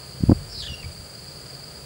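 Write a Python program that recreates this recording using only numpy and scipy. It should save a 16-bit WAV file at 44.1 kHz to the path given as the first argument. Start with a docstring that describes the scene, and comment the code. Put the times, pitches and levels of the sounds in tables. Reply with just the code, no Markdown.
"""Crickets trill in chorus, each wing stroke a short falling tone, over far rumble and open-air hiss.
A puff of wind thumps the microphone and leaves a low flutter.
A bird then gives one buzzy, falling call that clears into a whistle, and a soft afternote.
Trees scatter the crickets and the bird; a thin electrical whine sits at the very top."""
import sys
import numpy as np
from scipy import signal
from scipy.fft import rfft, irfft, next_fast_len
from scipy.io import wavfile
from scipy.ndimage import map_coordinates

SR = 44100
rng = np.random.default_rng(int(sys.argv[2]) if len(sys.argv) > 2 else 0)


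def store_wav(level_fs):
    """Save 16-bit WAV to argv[1]."""
    pcm = np.round(np.clip(np.atleast_2d(level_fs), -1, 1) * 32767)
    wavfile.write(sys.argv[1], SR, pcm.T.astype(np.int16))


N = 81585
T = np.arange(N) / SR


def amp(db):
    """Decibels to gain."""
    return 10 ** (np.asarray(db) / 20)


def unit_rms(x):
    """Scale to rms 1."""
    return x / np.sqrt(np.mean(x ** 2) + 1e-20)


def gain_at(points, hz):
    """Gain from (Hz, dB) points on a log frequency axis."""
    knot_hz, db = np.transpose(points)
    return amp(np.interp(np.log(hz + 1), np.log(knot_hz + 1), db))


def curves(rows):
    """Per-sample curve for each column after time."""
    time_s, *columns = np.transpose(rows)
    return [np.interp(T, time_s, column) for column in columns]


def wobble(rate_hz):
    """Smooth random curve with knots at rate_hz."""
    return map_coordinates(rng.standard_normal(4096), [T * rate_hz], mode="wrap")


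def filtered(x, response):
    """Apply a complex frequency response."""
    size = next_fast_len(N + SR // 2)
    hz = np.fft.rfftfreq(size, 1 / SR)
    return irfft(rfft(x, size) * response(hz), size)[:N]


def noise(spectrum):
    """Coloured noise, rms 1."""
    return unit_rms(filtered(rng.standard_normal(N), lambda hz: gain_at(spectrum, hz)))


def phase_of(hz):
    """Integrate frequency to phase in radians."""
    return 2 * np.pi * np.cumsum(hz) / SR


def tree_scatter(x, t60_s):
    """Diffuse tail from trunks and leaves."""
    t = T[:SR // 2]
    build_up = 1 - np.exp(-t / .006)
    tail = rng.standard_normal(len(t)) * amp(-60 * t / t60_s) * build_up
    return signal.fftconvolve(x, tail / np.linalg.norm(tail))[:N]


def wing_strokes(rate_hz, first_s, pitch_hz):
    """Cricket stroke train, rms 1: each stroke is a short falling tone."""
    stroke_s, fall_hz = .015, 228.3
    jitter_s, scatter_hz, scatter_db = .001027, 27.8, 2.3
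    index = np.floor((T - first_s) * rate_hz + .5).astype(int)
    late, sharp, strong = rng.standard_normal((128, 3))[index % 128].T
    centre_s = first_s + index / rate_hz + jitter_s * late
    position = np.clip((T - centre_s) / stroke_s, -.5, .5)
    swell = np.cos(np.pi * position) * amp(scatter_db * strong)
    hz = pitch_hz - fall_hz * position + scatter_hz * sharp
    return unit_rms(swell * np.sin(phase_of(hz)))


# Nearest cricket, two strokes per wing cycle: (cycle rate [Hz], first stroke [s])
LEAD_TIMING = [(22.64, .036), (22.64, .0065)]
# Its two strokes: (pitch [Hz], level [dB])
LEAD_TONES = [(4730, -52.5), (4770, -51)]
# Neighbouring crickets: (stroke rate [Hz], first stroke [s], pitch [Hz], level [dB])
NEIGHBOURS = [(61.63, 0.00974, 4600, -56), (33.25, 0.0202, 4450, -57)]
# Highest cricket: (stroke rate [Hz], first stroke [s], pitch [Hz])
HIGH_CRICKET = (22.4, 0.0336, 4940)
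# Its envelope: (time [s], level [dB])
HIGH_CRICKET_LEVEL = [(0, -56), (1.05, -62), (1.2, -55), (1.65, -51.5), (1.85, -56)]


def near_crickets():
    """Four crickets rub their wings; trees scatter the trills."""
    lead = sum(amp(db) * wing_strokes(*timing, hz) for timing, (hz, db) in zip(LEAD_TIMING, LEAD_TONES))
    neighbours = sum(amp(db) * wing_strokes(*strokes) for *strokes, db in NEIGHBOURS)
    highest = amp(curves(HIGH_CRICKET_LEVEL)[0]) * wing_strokes(*HIGH_CRICKET)
    direct = lead + neighbours + highest
    return direct + amp(-4.5) * tree_scatter(direct, t60_s=.27)


# Far chorus band: (frequency [Hz], relative density [dB])
FAR_SPECTRUM = [(3800, -50), (4150, -10), (4400, -1.5), (4650, -4.5), (4980, -5), (5100, -16), (5400, -55)]
# Far chorus envelope: (time [s], level [dB])
FAR_LEVEL = [(0, -48.5), (.5, -53.5), (1.05, -52.5), (1.3, -48), (1.85, -52.5)]


def far_crickets():
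    """Many distant crickets blur into a noise band."""
    return amp(curves(FAR_LEVEL)[0]) * noise(FAR_SPECTRUM)


# Ambient noise bands: (frequency [Hz], relative density [dB])
RUMBLE_SPECTRUM = [(20, -46), (50, -19), (85, -2), (110, -9.5), (135, 4.5), (175, -3.5), (240, -14.5),
                   (400, -22), (1000, -81)]
AIR_SPECTRUM = [(100, -23), (270, -6.5), (420, 1.5), (600, -1), (850, -7), (1100, -9), (1450, -7.5),
                (1900, -11), (2700, -11.5), (3800, -13), (5500, -15.5), (8000, -29.5), (15700, -27.5)]
HISS_SPECTRUM = [(4500, -43), (5900, -14.5), (6450, -3), (6850, -6.5), (7500, 1.5), (7950, -3.5),
                 (8400, -0.5), (9000, 0), (9450, -9.5), (10200, -4), (10900, -3), (11700, -15.5),
                 (13000, -21), (15700, -13.5)]


def open_air():
    """Far rumble, slightly wavering broadband air and high hiss."""
    rumble = amp(-47) * noise(RUMBLE_SPECTRUM)
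    air = amp(-47.5 + .36 * wobble(rate_hz=4.03)) * noise(AIR_SPECTRUM)
    hiss = amp(-51) * noise(HISS_SPECTRUM)
    return rumble + air + hiss


# Steady tones: (frequency [Hz], rms level [dB])
WHINE_TONES = [(1254, -65.5), (15696, -59)]


def whine():
    """Thin electrical whine above a fainter midrange tone."""
    return sum(np.sqrt(2) * amp(db) * np.sin(2 * np.pi * hz * T) for hz, db in WHINE_TONES)


# Flutter envelope: (time [s], level [dB])
FLUTTER_LEVEL = [(0, -52.5), (.19, -49), (.25, -34), (.3, -18), (.35, -33.5), (.42, -36), (.46, -41.5),
                 (.56, -38.5), (.66, -43.5), (.71, -34.5), (.77, -54), (.815, -47), (.84, -35.5),
                 (.87, -36), (.915, -42.5), (.96, -50), (1.15, -50.5), (1.85, -53)]
# Flutter band: (frequency [Hz], relative density [dB])
FLUTTER_BAND = [(20, -22), (45, -0.5), (80, 4), (150, -6.5), (260, -23.5), (600, -48), (1500, -77)]


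def wind_flutter():
    """Low noise of wind on the microphone, peaking with the puff."""
    return amp(curves(FLUTTER_LEVEL)[0]) * noise(FLUTTER_BAND)


# Gaussian pressure bumps: (time [s], relative peak [dB], sigma [s])
PRESSURE_BUMPS = [(.2088, -16, .0012), (.227, -18, 0.0013), (.2379, -2.5, 0.00095), (.267, -17, 0.0017),
                  (0.2886, -6, 0.0014), (.297, 1, 0.00069), (0.3005, -7, 0.00059), (0.3098, -6, 0.00074),
                  (.3133, -10, 0.00052), (0.317, -14, 0.00018), (0.3204, 1.5, 0.0007),
                  (0.3264, -10.5, 0.00048), (0.3297, -5.5, 0.0011), (.415, -17, 0.0021),
                  (.721, -22.5, .0012), (.835, -25, 0.0035), (.857, -24, 0.0032), (.903, -22, 0.0026),
                  (1.001, -21.5, 0.0021)]
# Turbulent scuff: (frequency [Hz], relative density [dB])
SCUFF_SPECTRUM = [(150, -5), (300, -1.5), (420, -8.5), (600, -8.5), (880, -10), (1200, -28), (2200, -46),
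                  (4000, -90)]


def wind_thumps():
    """Pressure bumps pass the microphone's bass roll-off; the steepest add turbulence."""
    corner_hz = 115
    pressure = sum(amp(db) * np.exp(-.5 * ((T - time_s) / sigma_s) ** 2)
                   for time_s, db, sigma_s in PRESSURE_BUMPS)
    thumps = filtered(pressure, lambda hz: hz ** 2 / np.hypot(hz ** 2, corner_hz ** 2))
    slope = np.abs(np.gradient(pressure))
    steepness = np.abs(signal.fftconvolve(slope, np.hanning(SR // 50), "same"))  # 20 ms smoothing
    scuff = (steepness / steepness.max()) ** 3 * noise(SCUFF_SPECTRUM)
    return amp(1.5) * thumps + amp(-19.5) * scuff


# Beak colouring of the second harmonic: (frequency [Hz], gain [dB])
BEAK_RESPONSE = [(5600, 1), (6500, 5), (7600, 4.5), (8600, -3), (10500, -4)]


def bird_note(rows):
    """Whistle swung by a fast, uneven buzz; harshness adds jitter and a tone an octave below."""
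    buzz_hz, rasp_rate_hz, jitter_hz, waver_db = 290, 300, 264, 1.8
    pitch_hz, db, swing_hz, harshness, overtone_db = curves(rows)
    buzz_phase = phase_of(buzz_hz * (1 + .2 * wobble(rate_hz=200)))
    rasp = np.tanh(2 * (np.sin(buzz_phase) + .6 * wobble(rasp_rate_hz)))
    phase = phase_of(pitch_hz + swing_hz * rasp + jitter_hz * harshness * wobble(rate_hz=900))
    overtone = amp(overtone_db) * filtered(np.sin(2 * phase), lambda hz: gain_at(BEAK_RESPONSE, hz))
    subtone = amp(-8.5) * harshness * np.sin(phase / 2)
    pulse_depth = .25 * swing_hz / swing_hz.max()
    pulsing = 1 + pulse_depth * (np.cos(buzz_phase) + .5 * wobble(rasp_rate_hz))
    gate = (T > rows[0][0]) & (T < rows[-1][0])
    envelope = np.sqrt(2) * amp(db + waver_db * wobble(rate_hz=150)) * pulsing * gate
    return envelope * (np.sin(phase) + overtone + subtone)


# Bird notes: (time [s], pitch [Hz], level [dB], buzz swing [Hz], harshness [0-1],
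# relative second harmonic before the beak [dB])
FALLING_CALL = [(.485, 4950, -58, 250, .05, -30), (.496, 5050, -44.5, 280, 0.13, -30),
                (.535, 5150, -39, 340, .1, -32), (.545, 4667, -37, 400, 0.16, -28),
                (.575, 4620, -36, 480, 0.03, -19), (.603, 4624, -31, 530, 0.05, -15),
                (.62, 4063, -35.5, 510, 0.06, -13), (.632, 3450, -37.5, 420, .7, -16),
                (.655, 3500, -37.5, 280, .9, -19), (.6595, 3450, -43, 200, .5, -22),
                (.665, 3400, -33.5, 70, .15, -26), (.672, 3600, -35, 200, .8, -24),
                (.68, 3350, -42, 380, .8, -22), (.684, 2950, -35, 30, .1, -28),
                (.712, 2840, -42, 10, 0.13, -13), (.746, 2770, -38, 10, .02, -11),
                (.756, 2790, -51, 10, 0.1, -7), (.785, 2800, -60, 10, .02, -5)]
SOFT_AFTERNOTE = [(.82, 2750, -60, 60, .2, -26), (.83, 2590, -41.5, 80.3, 0.21, -26),
                  (.838, 2304, -52, 400, .9, -26), (.85, 2320, -40.5, 30, .1, -26),
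                  (.86, 2280, -58, 29.8, 0.12, -26)]
# Tree-line reflection: (frequency [Hz], relative gain [dB])
TREE_LINE_RESPONSE = [(2000, -6), (2800, 2), (3400, -10), (4700, -8), (5600, -3)]


def bird():
    """Call and afternote, with diffuse scatter and one echo off the tree line."""
    delay_s = .062
    song = bird_note(FALLING_CALL) + bird_note(SOFT_AFTERNOTE)
    echo = filtered(song, lambda hz: gain_at(TREE_LINE_RESPONSE, hz) * np.exp(-2j * np.pi * hz * delay_s))
    return song + amp(-11) * tree_scatter(song, t60_s=.67) + amp(-12) * echo


def scene():
    """Mono sum at the microphone."""
    bed = near_crickets() + far_crickets() + open_air() + whine()
    return (bed + wind_flutter() + wind_thumps() + bird())[None]


def record(dry):
    """Soft peak limiter, then brick-wall low-pass."""
    ceiling, cutoff_hz = .98, 15760
    limited = dry[0] / (1 + np.abs(dry[0] / ceiling) ** 6) ** (1 / 6)
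    return filtered(limited, lambda hz: hz < cutoff_hz)[None]


dry = scene()
out = record(dry)
store_wav(out)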